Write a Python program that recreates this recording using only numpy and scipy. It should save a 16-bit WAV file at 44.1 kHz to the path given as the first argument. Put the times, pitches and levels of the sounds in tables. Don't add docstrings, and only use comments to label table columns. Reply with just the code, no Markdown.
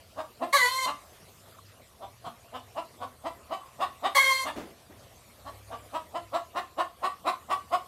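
import sys
import numpy as np
from scipy import signal
from scipy.fft import rfft, irfft, next_fast_len
from scipy.io import wavfile
from scipy.ndimage import uniform_filter1d, map_coordinates

SR = 44100
rng = np.random.default_rng(int(sys.argv[2]) if len(sys.argv) > 2 else 0)


def store_pcm(level_fs):
    pcm = np.round(np.clip(level_fs, -1, 1) * 32767).astype(np.int16)
    wavfile.write(sys.argv[1], SR, np.atleast_2d(pcm).T)


def amplitude_ratio(level_db):
    exponent = np.asarray(level_db, float) / 20
    return 10 ** exponent


N = 347067

# (frequency [Hz], level [dB per Hz])
HUSH_SPECTRUM = [(74, -31), (125, -3.5), (244, -2.5), (275, -5.5), (324, -5), (671, -1), (773, -6),
                 (909, -8.5), (1110, -5.5), (1570, -12.5), (2000, -11.5), (4070, -13.5), (5740, -16.5),
                 (13700, -17), (15800, -43)]
# (frequency [Hz], level [dB per Hz])
RUMBLE_SPECTRUM = [(15, -57.5), (30, -21), (81, -3.5), (130, -15), (170, -20), (290, -120)]
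# (start [s], length [s], level [dB], pitch [Hz])
DRONE_SWELLS = [(0.138, 0.11, -59, 104), (.6, 0.16, -59, 101), (1.045, 0.8, -60.5, 98),
                (1.551, .24, -56, 101), (1.988, .2, -57.5, 104), (2.54, 0.2, -55.5, 101),
                (2.933, 0.2, -53, 102), (4.35, 0.27, -59, 101), (4.846, .2, -59, 102.3),
                (5.32, 0.7, -52, 101.5), (5.364, 0.63, -56, 65.7), (6.2, .22, -54, 102.7),
                (7.2, 0.79, -58.5, 81.3)]
# (frequency [Hz], time to fall by 60 dB [s])
KITCHEN_RING = [(250, 0.34), (600, 0.19), (1100, 0.25), (3500, 0.23), (10000, 0.25)]
# (time [s], level [dB], pitch [Hz], length [s], beak opening [dB])
CLUCKS = [(0.168, -33.5, 316.6, .055, -1.2), (0.417, -24.5, 351.4, .041, -4.5),
          (0.862, -30, 292.1, 0.052, 2.5), (2.009, -40.5, 198.1, 0.052, -5),
          (2.238, -39, 242.5, 0.055, 1.6), (2.532, -36.5, 254.5, 0.049, -1),
          (2.764, -31.5, 324.4, 0.044, -0.5), (3.002, -36, 263.4, 0.051, -1),
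          (3.251, -30, 334.2, 0.04, -0.2), (3.506, -30.5, 376.2, 0.051, 0),
          (3.797, -27.5, 378.9, 0.054, 1.2), (4.035, -24.5, 388, 0.048, 0.5), (4.445, -31, 300.6, 0.06, 2),
          (5.448, -42.5, 294.4, .056, 0), (5.705, -38, 235.6, 0.054, -3), (5.937, -29.5, 324.3, 0.043, 0.6),
          (6.153, -28, 342.2, .029, -1.5), (6.332, -25.5, 354.2, 0.047, 1.5), (6.554, -26.5, 369, 0.047, 2),
          (6.779, -25, 348, 0.046, 0.9), (7.028, -25.5, 383.3, 0.049, 2), (7.256, -23.5, 379.5, 0.052, 2.5),
          (7.499, -24.5, 371.5, .045, 3), (7.719, -24, 366.7, 0.044, 2)]
# (frequency [Hz], gain [dB])
CLUCK_THROAT = [(150, -37.5), (240, -10), (400, -17.5), (700, 3), (880, -4.5), (1130, 2), (1350, -10.5),
                (1600, -24.5), (3000, -25), (5000, -30.5), (6000, -40), (9000, -31.5), (12500, -40),
                (15000, -42)]
# (frequency [Hz], rise with pitch [Hz per Hz], scatter [0-1], level [dB],
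# growth with length [dB per s])
NECK = [(1766, 3, 0.05, -16, 104), (2976, -1.9, .05, -18, 101), (3823, .3, 0.06, -24, 750)]
# (time [s], pitch [Hz], effort [dB], throat ring [dB])
SQUAWKS = [
    [(0.524, 513, -22, -12), (0.538, 562.3, -20, -0.5), (0.558, 570.3, -29, 15), (0.59, 505.2, -21, -12),
     (0.655, 490, -23, -4.5), (0.71, 525, -36, 0), (0.765, 525, -36.5, 7.5), (0.795, 524.7, -32.5, -3),
     (0.862, 515.7, -37.5, 14)],
    [(4.145, 509, -22, -23), (4.156, 554, -21.5, -0.5), (4.174, 551.4, -24.5, 11.5),
     (4.205, 541.4, -19.5, -13), (4.235, 526, -23, -8.5), (4.28, 535.8, -20, -11),
     (4.315, 531.5, -26.5, 1.5), (4.36, 529.8, -29.5, -7), (4.445, 527.3, -32, -2.5)],
]
# (frequency [Hz], gain [dB])
SQUAWK_THROAT = [(530, -19), (800, -17.5), (1060, -10.5), (1550, -19), (2120, -4.5), (2400, -19.5),
                 (2700, -22), (3200, -6.5), (3700, -17.5), (4300, -4.5), (5100, -25), (5700, -18),
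                 (11600, -22.5), (15500, -31)]
# (lowest [Hz], highest [Hz])
SQUAWK_BANDS = [(420, 680), (680, 1300), (1300, 2400), (2400, 16000)]
# (share at full effort [dB], change with effort [dB per dB],
# change with throat ring [dB per dB])
BAND_SHARES = [(-13, 0.95, 0.47), (-0.1, 0.96, 1.1), (-0.45, 1.13, 0.16), (-4, 0.62, 0.39)]
# (time [s], level [dB], rise [s],
# time to fall by 60 dB [s], brightest frequency [Hz])
THUDS = [(1.47, -54, 0.025, 0.17, 500), (1.583, -52, 0.0011, 0.06, 1154), (1.65, -65, 0.008, 0.23, 4800),
         (2.262, -45, 0.0062, 0.085, 160), (3.37, -58, 0.054, 0.73, 1130), (3.4, -58, 0.049, 0.21, 220),
         (3.58, -52, 0.037, 0.47, 1070), (4.555, -40, 0.013, 0.39, 316), (4.89, -48, 0.033, 0.23, 269),
         (5.25, -57.5, 0.045, 0.24, 276), (6.175, -50, .002, .04, 907.2)]


def unit(x):
    return x / np.sqrt(np.mean(x ** 2) + 1e-20)


def along(points, hz):
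    f, v = np.transpose(points)
    return np.interp(np.log(hz + 1), np.log(f + 1), v)


def wobble(size, rate):
    knots = rng.standard_normal(int(size * 2000 / SR) + 4)
    return map_coordinates(knots, [np.arange(size) * np.clip(rate, 0, 2000) / SR])


def coloured(x, spectrum):
    m = next_fast_len(len(x) + 4096)
    gain = amplitude_ratio(spectrum(np.fft.rfftfreq(m, 1 / SR)))
    return irfft(rfft(x, m) * gain, m)[:len(x)]


def add(track, s, x):
    part = track[round(s * SR):][:len(x)]
    part += x[:len(part)]


def room_hush():
    z = signal.stft(rng.standard_normal(N), nperseg=512)[2]
    patches = uniform_filter1d(uniform_filter1d(rng.standard_normal(z.shape), 6, 0), 8, 1)
    patchy = signal.istft(z * amplitude_ratio(3.3 * unit(patches)), nperseg=512)[1][:N]
    level_db = -57 + 1.5 * wobble(N, 1.635)
    return amplitude_ratio(level_db) * unit(coloured(patchy, lambda f: along(HUSH_SPECTRUM, f)))


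def low_rumble():
    level_db = -64 + 1.7 * wobble(N, 3.98)
    deep = coloured(rng.standard_normal(N), lambda f: along(RUMBLE_SPECTRUM, f))
    return amplitude_ratio(level_db) * unit(deep)


def drone():
    t = np.arange(N) / SR
    warped_s = np.cumsum(1 + 0.0247 * wobble(N, 7.5)) / SR
    murmur_db = -70.5 + 3.7 * wobble(N, 7.8)
    out = amplitude_ratio(murmur_db) * np.sin(2 * np.pi * 120.0 * warped_s)
    for s, length, db, hz in DRONE_SWELLS:
        swell = np.sin(np.pi * np.clip((t - s) / length, 0, 1)) ** .8
        out += amplitude_ratio(db) * swell * np.sin(2 * np.pi * hz * warped_s)
    return out * amplitude_ratio(1.5 * wobble(N, 5.9))


def voice(pitch_hz, throat, hoarse, pairing, jitter, flutter_db, hiss_db, top_hz):
    size = len(pitch_hz)
    pitch_hz = pitch_hz * (1 + jitter * hoarse * wobble(size, 261.3) + 0.0047 * wobble(size, 60.35))
    cycle = 2 * np.pi * np.cumsum(pitch_hz) / SR
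    k = np.arange(1, top_hz // pitch_hz.max() + 1)[:, None]
    flutter = np.array([wobble(size, 29.5) for _ in k])
    strength = amplitude_ratio(throat(k * pitch_hz) + flutter_db * flutter)
    tone = np.sum(strength * np.sin(k * cycle + rng.uniform(0, 2 * np.pi, k.shape)), axis=0)
    tone *= 1 + pairing * np.cos(cycle / 2)
    gate = (1 + np.cos(cycle)) ** 2
    air = coloured(gate * rng.standard_normal(size), lambda f: throat(f) + hiss_db * np.log2(f / 2000 + 1))
    share = np.clip(hoarse, 0, 1)
    return np.sqrt(1 - share ** 2) * unit(tone) + share * unit(air)


def kitchen(x, wet_db):
    hz, t, z = signal.stft(rng.standard_normal(SR // 2), SR, nperseg=256)
    fading = z * amplitude_ratio(-60 * t / along(KITCHEN_RING, hz)[:, None])
    tail = signal.istft(fading, SR, nperseg=256)[1]
    tail *= 1 - np.exp(-np.arange(len(tail)) / SR / 0.0019)
    out = amplitude_ratio(wet_db) * signal.fftconvolve(x, tail / np.linalg.norm(tail))
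    out[:len(x)] += x
    return out


def neck_peaks(db, hz, length):
    usual_db, usual_s, usual_hz = -30, .048, 320
    lift_db = -0.12 * (db - usual_db)
    peaks = []
    for centre, rise, scatter, top_db, grows in NECK:
        peak_hz = (centre + rise * (hz - usual_hz)) * (1 + scatter * rng.normal())
        peak_db = top_db + lift_db + grows * (length - usual_s) + 4.5 * rng.normal()
        peaks.append((peak_hz, peak_db))
    return peaks


def clucks():
    out = np.zeros(N)
    hum_hz, neck_width_hz = 223.1, 230
    for s, db, hz, length, open_db in CLUCKS:
        hoarse = 0.447 + 20 * (length - .048)
        neck = neck_peaks(db, hz, length)
        u = np.linspace(0, 1, round((0.02954 + 1.25 * np.clip(length, .02, .1)) * SR))
        push = np.sin(np.pi * u ** 1.3) ** 2
        beak = 1 / (1 + np.exp((.37 - u) / 0.0641))
        pitch_hz = hum_hz + (hz - hum_hz) * beak
        pipe_hz = 1890 * rng.uniform(0.853, 1.1)

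        def throat(f):
            mouth = amplitude_ratio(along(CLUCK_THROAT, f) + open_db * np.tanh(3 * np.log2((f + 1) / 880)))
            peaks = sum(amplitude_ratio(top_db) / (1 + (2 * (f - c) / neck_width_hz) ** 2) for c, top_db in neck)
            pipe_db = 4 * np.cos(2 * np.pi * f / pipe_hz) * (f > 4400)
            return 20 * np.log10(mouth + peaks) + pipe_db

        noise_share = np.clip(0.821 * hoarse, .15, 1) + 0.29 * (1 - beak)
        call = voice(pitch_hz, throat, noise_share, pairing=0.12, jitter=0.0993,
                     flutter_db=1.64, hiss_db=0.9, top_hz=8800)
        muffled = coloured(call, lambda f: -14 * np.clip(np.log2((f + 1) / 650), 0, 9))
        cluck = amplitude_ratio(db + 0.65) * push * (beak * call + 1.08 * (1 - beak) * muffled)
        add(out, s - .027, kitchen(cluck, wet_db=-3.5))
    return out


def squawks():
    out = np.zeros(N)
    full_db = -28
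    for rows in SQUAWKS:
        s, *cols = np.transpose(rows)
        t = np.arange(0, s[-1] - s[0], 1 / SR)
        pitch_hz, effort_db, ring_db = (np.interp(t + s[0], s, c) for c in cols)
        burst = np.exp(-t / 0.012)
        hoarse = 0.093 + (0.37 - 0.093) * np.exp(-t / .11) + 0.48 * burst
        call = voice(pitch_hz, lambda f: along(SQUAWK_THROAT, f), hoarse, pairing=0.04 + 0.9 * burst,
                     jitter=0.0576, flutter_db=2.5, hiss_db=5.0, top_hz=15200)
        mix = np.zeros(len(t))
        for (lo, hi), (db, follows, rings) in zip(SQUAWK_BANDS, BAND_SHARES):
            part = unit(coloured(call, lambda f: -40 * ((f < lo) | (f >= hi))))
            mix += amplitude_ratio(db + follows * (effort_db - full_db) + rings * ring_db) * part
        fade_in = np.clip(t / 0.0062, 0, 1) ** 2
        fade_out = np.clip((t[-1] - t) / 0.0053, 0, 1)
        add(out, s[0], kitchen(amplitude_ratio(full_db - 2.0) * fade_in * fade_out * mix, wet_db=-3.0))
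    return out


def thuds():
    out = np.zeros(N)
    t = np.arange(SR // 2) / SR
    for s, db, rise, t60, hz in THUDS:
        fall_db = 43 if hz > 1000 else 7.5
        noise = rng.standard_normal(len(t))
        puff = unit(coloured(noise, lambda f: -fall_db * np.abs(np.log2((f + 20) / hz))))
        add(out, s, amplitude_ratio(db + 9.5 - 60 * t / t60) * (1 - np.exp(-t / rise)) ** 1.2 * puff)
    return out


def scene():
    return (room_hush() + low_rumble() + drone() + clucks() + squawks() + thuds())[None]


def band_limit(x):
    return signal.sosfilt(signal.butter(12, 16440, fs=SR, output="sos"), x)


def record(dry):
    mix = coloured(dry[0], lambda f: -80 * (f > 15800))[None]
    return band_limit(mix)


dry = scene()
out = record(dry)
store_pcm(out)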